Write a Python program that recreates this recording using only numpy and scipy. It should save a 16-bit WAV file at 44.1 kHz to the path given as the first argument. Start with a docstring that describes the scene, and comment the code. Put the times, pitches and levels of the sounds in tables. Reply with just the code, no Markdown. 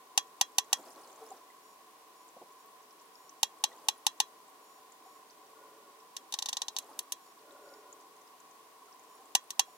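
"""In the open sea, sperm whales click in short groups and one fast burst beside a swimmer's camera.
Each click is a pressure pulse that rattles through the watertight housing and leaves its modes ringing.
Water rumbles in the same housing, bumps it and swishes past in slow surges; bubbles fizz and gurgle.
The stepping motor of the lens whines faintly in short runs."""
import sys
import numpy as np
from scipy.fft import rfft, irfft, next_fast_len
from scipy.io import wavfile
from scipy.ndimage import uniform_filter1d, map_coordinates

SR = 44100
rng = np.random.default_rng(int(sys.argv[2]) if len(sys.argv) > 2 else 0)


def transcribe(signal):
    """Save signal, clipped to [-1, 1], as a 16-bit WAV file at the path in sys.argv[1]."""
    frames = np.atleast_2d(signal).T
    limited = np.clip(frames, -1, 1)
    pcm = np.round(limited * 32767).astype(np.int16)
    wavfile.write(sys.argv[1], SR, pcm)


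N = 430857

# swells of stirred, bubbly water: (time [s], standard deviation [s], level [dB])
STIRRING = [(.82, .12, -57.5), (1.06, .18, -58), (1.3, .08, -59), (3.78, .18, -61), (6.87, .12, -60),
            (9.25, .12, -65.5)]


def amp(db):
    """Amplitude ratio of a level in decibels."""
    return 10 ** (np.asarray(db) / 20)


def unit(x):
    """Normalisation to rms 1."""
    return x / np.sqrt(np.mean(x ** 2) + 1e-20)


def along(points, hz):
    """Interpolation of (frequency [Hz], value) points on a logarithmic frequency axis."""
    f, values = np.transpose(points)
    return np.interp(np.log(hz + 1), np.log(f), values)


def wobble(knots):
    """Slow random modulation: a spline through Gaussian knots spread over the scene."""
    return map_coordinates(rng.standard_normal(int(knots) + 4), [np.linspace(0, knots, N)])


def swells(rows):
    """Envelope of Gaussian swells, which add in power as incoherent sources do."""
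    t = np.arange(N) / SR
    return np.sqrt(sum((amp(db) * np.exp(-.5 * ((t - s) / width) ** 2)) ** 2 for s, width, db in rows))


def filtered(x, response):
    """Linear filtering: the spectrum of x times a frequency response."""
    size = next_fast_len(x.shape[-1] + SR // 4)
    return irfft(rfft(x, size) * response(np.fft.rfftfreq(size, 1 / SR)), size)[..., :x.shape[-1]]


def resonances(rows, hz):
    """Gain of steep-sided resonances that add in power."""
    return np.sqrt(sum((amp(db) / (1 + (2 * (hz - f) / width) ** 2)) ** 2 for f, width, db in rows))


def causal(gain):
    """The minimum-phase response with this gain, found by folding the cepstrum."""
    cepstrum = irfft(np.log(np.maximum(gain, 1e-6)))
    half = len(cepstrum) // 2
    return np.exp(rfft(np.r_[cepstrum[0], 2 * cepstrum[1:half], cepstrum[half], np.zeros(half - 1)]))


def add(track, s, x):
    """Superposition of x on the track at s seconds."""
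    part = track[..., round(s * SR):][..., :x.shape[-1]]
    part += x[..., :part.shape[-1]]


def rush(gain, side_db):
    """Coloured stereo noise of rms 1; the side level sets the coherence of the channels."""
    mid, side = filtered(rng.standard_normal((2, N)), gain)
    return unit(np.array([mid + amp(side_db) * side, mid - amp(side_db) * side]))


def steady_flow():
    """Flow noise: a broadband rumble and hiss, and a drone where it excites housing resonances."""
    # noise spectra: (frequency [Hz], relative level [dB])
    rumble_spectrum = [(20, -44), (60, -29), (110, -15.5), (160, -7), (220, -4), (310, 5.5), (520, -0.5),
                       (750, 2), (900, -3), (1300, -6.5), (2000, -29.5), (3000, -34), (6000, -42)]
    hiss_spectrum = [(30, -56), (300, -2.5), (1500, 2.5), (3500, 0), (7000, -2), (10000, -3), (15500, -5)]
    # flow-driven resonances: (frequency [Hz], width [Hz], gain [dB])
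    drone_modes = [(441, 72, -7.5), (605, 70, -14), (765, 95, -9), (930, 60, -10), (1015, 66, 0),
                   (1102, 80, -1.5), (1440, 110, -20), (1910, 90, -22)]
    rumble = amp(-68) * rush(lambda hz: amp(along(rumble_spectrum, hz)), side_db=-17)
    drone = amp(-59.5 + 0.56 * wobble(64.03)) * rush(lambda hz: resonances(drone_modes, hz), side_db=-8)
    hiss = amp(-61.5) * rush(lambda hz: amp(along(hiss_spectrum, hz)), side_db=0.5)
    return rumble + drone + hiss


def swishes():
    """Amplitude-modulated noise: stirred water swells and fades unevenly."""
    # spectrum of the water: (frequency [Hz], relative level [dB])
    spectrum = [(40, -35.5), (150, -17.5), (220, -7.5), (300, 1.5), (650, 3.5), (800, 4.5), (1000, 2.5),
                (1300, -3.5), (2000, -15.5), (7000, -18), (15000, -22)]
    envelope = swells(STIRRING) * amp(1.95 * wobble(300))
    return envelope * rush(lambda hz: amp(along(spectrum, hz)), side_db=-18.5)


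def surges():
    """Forced vibration: water sliding along the housing drives its resonances."""
    # smooth surges: (time [s], standard deviation [s], level [dB])
    passes = [(5.7, 0.19, -62.5), (7.62, 0.13, -55.5), (7.88, 0.18, -63)]
    # resonances they excite: (frequency [Hz], width [Hz], gain [dB])
    modes = [(322, 92, -5), (427, 67, 6), (573, 82, 5), (716, 210, -4.5), (1433, 83, -1), (1945, 580, -21)]
    envelope = swells(passes) * amp(1.6 * wobble(140))
    return envelope * rush(lambda hz: resonances(modes, hz), side_db=-28)


def tick(hz, t60, size=1024):
    """A decaying puff of noise through one resonance: a pop of peak 1, different in each channel."""
    puff = rng.standard_normal((2, size)) * amp(-60 * np.arange(size) / SR / t60)
    pop = filtered(puff, lambda f: resonances([(hz, 0.15 * hz, 0)], f))
    return pop / np.abs(pop).max()


def fizz(count=200):
    """A random point process: small bubbles pop, more often where the water is stirred."""
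    # the clearest pops: (time [s], peak level [dB], frequency [Hz])
    clear_pops = [(1.305, -44, 7000), (2.289, -48, 6960), (3.155, -44.5, 5330), (3.294, -41, 6000),
                  (4.921, -46, 7200), (5.307, -48, 5650), (7.927, -40, 6860), (8.926, -48, 5360)]
    out = np.zeros((2, N))
    stir = swells(STIRRING)
    cumulative_rate = np.cumsum(0.025 + (stir / stir.max()) ** 4)
    for quantile, strength, pitch in zip(rng.random(count), *rng.standard_normal((2, count))):
        s = np.searchsorted(cumulative_rate, quantile * cumulative_rate[-1]) / SR
        add(out, s, amp(-54 + 3 * strength) * tick(7500 * np.exp(.3 * pitch), t60=.025))
    for s, db, hz in clear_pops:
        add(out, s, amp(db) * tick(hz, t60=0.026))
    return out


def gurgles():
    """Each bubble rings as a damped oscillator whose pitch rises slightly."""
    # ringing bubbles: (time [s], level [dB], frequency [Hz], T60 [s])
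    bubbles = [(1.214, -43.5, 444, 0.23), (1.218, -45, 753, 0.11), (1.314, -33, 768, 0.062),
               (1.3, -47.5, 430, 0.11), (1.5, -50, 2020, 0.042), (3.715, -45, 1940, 0.038),
               (4.78, -47, 764, 0.049), (5.06, -43.5, 760, 0.046), (6.89, -44, 874, .08),
               (8.88, -52, 1340, 0.058), (9.2, -51, 777, 0.11), (9.68, -46, 740, 0.039)]
    out, t = np.zeros(N), np.arange(SR // 4) / SR
    for s, db, hz, t60 in bubbles:
        envelope = amp(db - 60 * t / t60) * (1 - np.exp(-t / 0.0033))
        add(out, s, envelope * np.sin(2 * np.pi * hz * t * (1 + 0.054 * t)))
    return out


def bumps():
    """Soft impacts of water on the shell give dull noise that decays exponentially."""
    # impacts: (time [s], relative level [dB])
    impacts = [(0.791, -46.5), (2.363, -50), (2.413, -46)]
    spectrum = [(40, -58), (170, 7), (650, 21), (850, 14), (1300, -31)]  # (frequency [Hz], gain [dB])
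    out, t = np.zeros(N), np.arange(SR // 4) / SR
    for s, db in impacts:
        thud = filtered(rng.standard_normal(len(t)), lambda hz: amp(along(spectrum, hz)))
        envelope = amp(db + 2 - 60 * t / 0.099) * (1 - np.exp(-t / 0.0028))
        add(out, s, envelope * unit(thud))
    return out


def lens_motor(step_hz=1396):
    """Periodic excitation: the focus motor whines at harmonics of its step rate."""
    # runs of the motor, silent unless the end follows the start: (start [s], end [s])
    runs = [(1.62, 1.76), (2.15, 2.25), (2.58, 2.64), (3.13, 3.3), (4.61, 4.8), (5.04, 5.2), (5.58, 5.56),
            (7.2, 7.33), (7.62, 7.82), (8.69, 8.3), (9.08, 9.2), (9.65, 11.5)]
    # partials of the whine: (harmonic number, rms level [dB])
    harmonics = [(4, -75.5), (5, -73.5), (6, -87), (8, -80), (9, -79)]
    t = np.arange(N) / SR
    running = sum(np.clip(np.minimum(t - start, end - t) / 0.014, 0, 1) for start, end in runs)
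    phase = 2 * np.pi * step_hz * t + .3 * wobble(220)
    return running * sum(np.sqrt(2) * amp(db) * np.sin(k * phase) for k, db in harmonics)


def housing_gain(hz, knock_hz, knock_db):
    """Transmission through the housing: resonances, wall loss and destructive interference."""
    # broad resonances: (frequency [Hz], width [Hz], gain [dB])
    broad_modes = [(578, 42, -9.5), (1013, 87, -3.5), (1137, 30, -3.5), (1780, 3100, -17), (1900, 96, -6),
                   (2850, 520, -2), (3085, 360, -3), (3683, 430, 2.5), (4043, 190, 1.5), (4450, 1130, -4),
                   (5450, 410, -4.5), (5910, 530, 1.5), (6405, 160, 0), (6860, 870, -6), (7793, 770, -6),
                   (8660, 130, -10), (9630, 1530, -9.5), (11900, 1800, -15), (14400, 1500, -20.5),
                   (14800, 1700, -28)]
    # transmission of the wall: (frequency [Hz], gain [dB])
    wall = [(30, -15), (300, -9), (660, -4), (810, 3.16), (1300, -4), (1650, 0), (3200, -1), (3900, -4),
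            (4600, 0.5), (5600, 0.5), (7000, .5), (11000, 0.5)]
    # notches where paths cancel: (frequency [Hz], width [Hz], depth [dB])
    notches = [(2130, 130, 6), (3880, 90, 6), (4235, 110, 13), (4815, 70, 10), (5530, 100, 5),
               (6505, 80, 7), (8560, 160, 4)]
    notch_db = sum(depth * np.exp(-(2 * (hz - f) / width) ** 2) for f, width, depth in notches)
    return resonances([*broad_modes, (knock_hz, 155, knock_db)], hz) * amp(along(wall, hz) - notch_db)


def housing_ring(t, snap_db, crack_db):
    """Free vibration: each mode of the housing rings as hard as the pulse drives it."""
    # lightly damped modes: (frequency [Hz], relative level [dB], T60 [s])
    modes = [(1024, -52.0, 0.13), (1096, -55, 0.13), (1798, -59.2, 0.101), (1896, -64.6, 0.121),
             (2460, -61, 0.095), (2761, -63.5, 0.13), (3256, -49.5, 0.105), (3380, -51.0, 0.103),
             (4005, -51.0, 0.114), (5281, -52.3, 0.078), (5415, -52.4, 0.081), (5760, -54, 0.08),
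             (5970, -47.5, 0.075), (6422, -54.6, 0.087), (6987, -58.1, 0.098)]
    drive = [(1500, 0), (2700, snap_db), (3400, snap_db), (4000, crack_db), (5500, 0)]
    ring = np.zeros((2, len(t)))
    for hz, db, t60 in modes:
        start_db = db + along(drive, hz) + rng.normal(0, 0.87)
        cycles = hz * t + rng.random() + .5 * rng.random((2, 1))
        ring += amp(start_db - 60 * t / t60) * np.sin(2 * np.pi * cycles)
    return ring * amp(-1.8) * (1 - np.exp(-t / .003))


def rattle(noise, envelope, passes=4):
    """Spectrum of dense reflections of energy 1, made colourless by repeated whitening and windowing."""
    cluster = noise * envelope
    for _ in range(passes):
        spectrum = rfft(cluster)
        white = irfft(spectrum / (np.abs(spectrum) + 1e-9))
        local_level = np.abs(uniform_filter1d(np.abs(white), size=61))
        cluster = envelope * white / (local_level + 1e-12)
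    return rfft(cluster / np.linalg.norm(cluster, axis=1, keepdims=True))


def click_train():
    """Directivity colours each click: rows of time, level, knock frequency and four band gains."""
    # single clicks, the loud ones in groups: (time [s], relative level [dB], treble [dB], beam name)
    singles = [(0.1762, 15.5, -0.5, "snappy"), (0.4118, 15, 0, "snappy"), (0.5829, 14, 4, "snappy"),
               (0.7291, 14, 2.5, "snappy"), (3.43, 12, 4, "round"), (3.6387, 12, 0.5, "round"),
               (3.885, 12, 2.5, "round"), (4.066, 12, 3, "round"), (4.2014, 12.5, 1, "round"),
               (6.1663, -2, 1, "thin"), (6.3236, -4, 3, "hollow"), (6.4916, -2, 4, "thin"),
               (6.7856, -0.5, 9.5, "thin"), (6.9904, -0.4, 12, "thin"), (7.1213, 1.3, 9.5, "thin"),
               (9.3508, 15.5, 2.5, "snappy"), (9.5047, -1.5, 4, "thin"), (9.5941, 15, 1.5, "snappy")]
    # colour set by the whale and its aim: name -> (knock [Hz], knock [dB], snap [dB], crack [dB])
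    beams = {"snappy": (797, -0.3, 1.5, -2.3), "round": (855, 3.23, 1.7, 2.2), "hollow": (836, -3.5, -4, 4),
             "thin": (785, -18, -1.5, 0)}
    # the fast, hollow burst: (time [s], relative level [dB])
    burst = [(6.3394, 4), (6.388, 2), (6.4231, 1.7), (6.4587, 0.8), (6.4867, 1.5), (6.529, 2.4),
             (6.5689, 3), (6.618, 4), (6.6822, 0.7), (6.7645, 3)]
    onset_s, onset_treble_db, dulling_db_per_s = burst[0][0], -1, 11
    dulled = [(s, db, onset_treble_db - dulling_db_per_s * (s - onset_s), "hollow") for s, db in burst]
    return [(s, db, *beams[beam], treble_db) for s, db, treble_db, beam in singles + dulled]


def whales(size=8192):
    """Multipath transmission turns each pressure pulse into a low knock, a bright rattle and a ring."""
    # wall motion at the two microphones, opposed against in phase: (frequency [Hz], side minus mid [dB])
    side_balance = [(1700, 3), (2800, 5), (3200, 6), (3650, -7), (4500, -6.5), (5500, 3), (6400, -2),
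                    (7500, -2.5), (10000, -1.5)]
    direct_s, direct_db = 0.0017, 2.5  # the first arrival and its lead over the reflections
    early_s, late_db, late_t60_s = 0.0036, -31, 0.041  # reflections crowd in, then die quickly
    snap_hz, crack_hz, treble_hz = 2700, 3800, 12000
    out, t, hz = np.zeros((2, N)), np.arange(size) / SR, np.fft.rfftfreq(size, 1 / SR)
    paths, echoes = rng.standard_normal((2, 2, size))
    early = amp(direct_db * (t < direct_s)) * (t < early_s)
    late = amp(late_db - 60 * (t - early_s) / late_t60_s) * (t >= early_s)
    # a weak diffuse tail lingers in the middle of the range
    tail = rfft(echoes * amp(-46.5 - 60 * t / 0.12) * (1 - np.exp(-t / 0.006)))
    tail *= amp(along([(1600, 17.5), (3000, -7), (6400, 2), (9100, -5)], hz))
    # long waves move the whole shell at once and reach the left microphone first; short ones scatter
    lead = np.pi * hz * .00017
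    push = np.exp(-2j * np.pi * hz * 0.00073) * np.array([np.cos(lead), 1j * np.sin(lead)])
    scatter = np.clip((hz - 1150) / 350, 0, 1)
    side_angle = np.arctan(amp(along(side_balance, hz)))
    spread = amp(0.55) * np.array([np.cos(side_angle), np.sin(side_angle)])
    for s, db, knock_hz, knock_db, snap_db, crack_db, treble_db in click_train():
        beam = [(1500, 0), (snap_hz, snap_db), (crack_hz, crack_db), (5500, 0), (treble_hz, treble_db)]
        response = causal(housing_gain(hz, knock_hz, knock_db) * amp(along(beam, hz)))
        shift = rng.standard_normal((2, size))  # the paths change from click to click
        reflections = rattle(paths + 0.357 * shift, early) + rfft(late * unit(paths + 1.9 * shift))
        arrivals = scatter * spread * (reflections + tail) + (1 - scatter) * push
        mid, side = irfft(arrivals * response) * (t < .09)
        click = np.array([mid + side, mid - side]) + housing_ring(t, snap_db, crack_db)
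        add(out, s, amp(db) * click)
    return out * amp([[-.5], [.9]])  # slightly louder on the right


def scene():
    """Superposition of the nearby whales, the water all around and the faint motor."""
    return whales() + steady_flow() + swishes() + surges() + fizz() + gurgles() + bumps() + lens_motor()


def record(dry):
    """Band limiting: the camera acts as a steep low-pass filter."""
    cutoff_hz = 16000
    return filtered(dry, lambda hz: 1 / (1 + (hz / cutoff_hz) ** 120))


dry = scene()
out = record(dry)
transcribe(out)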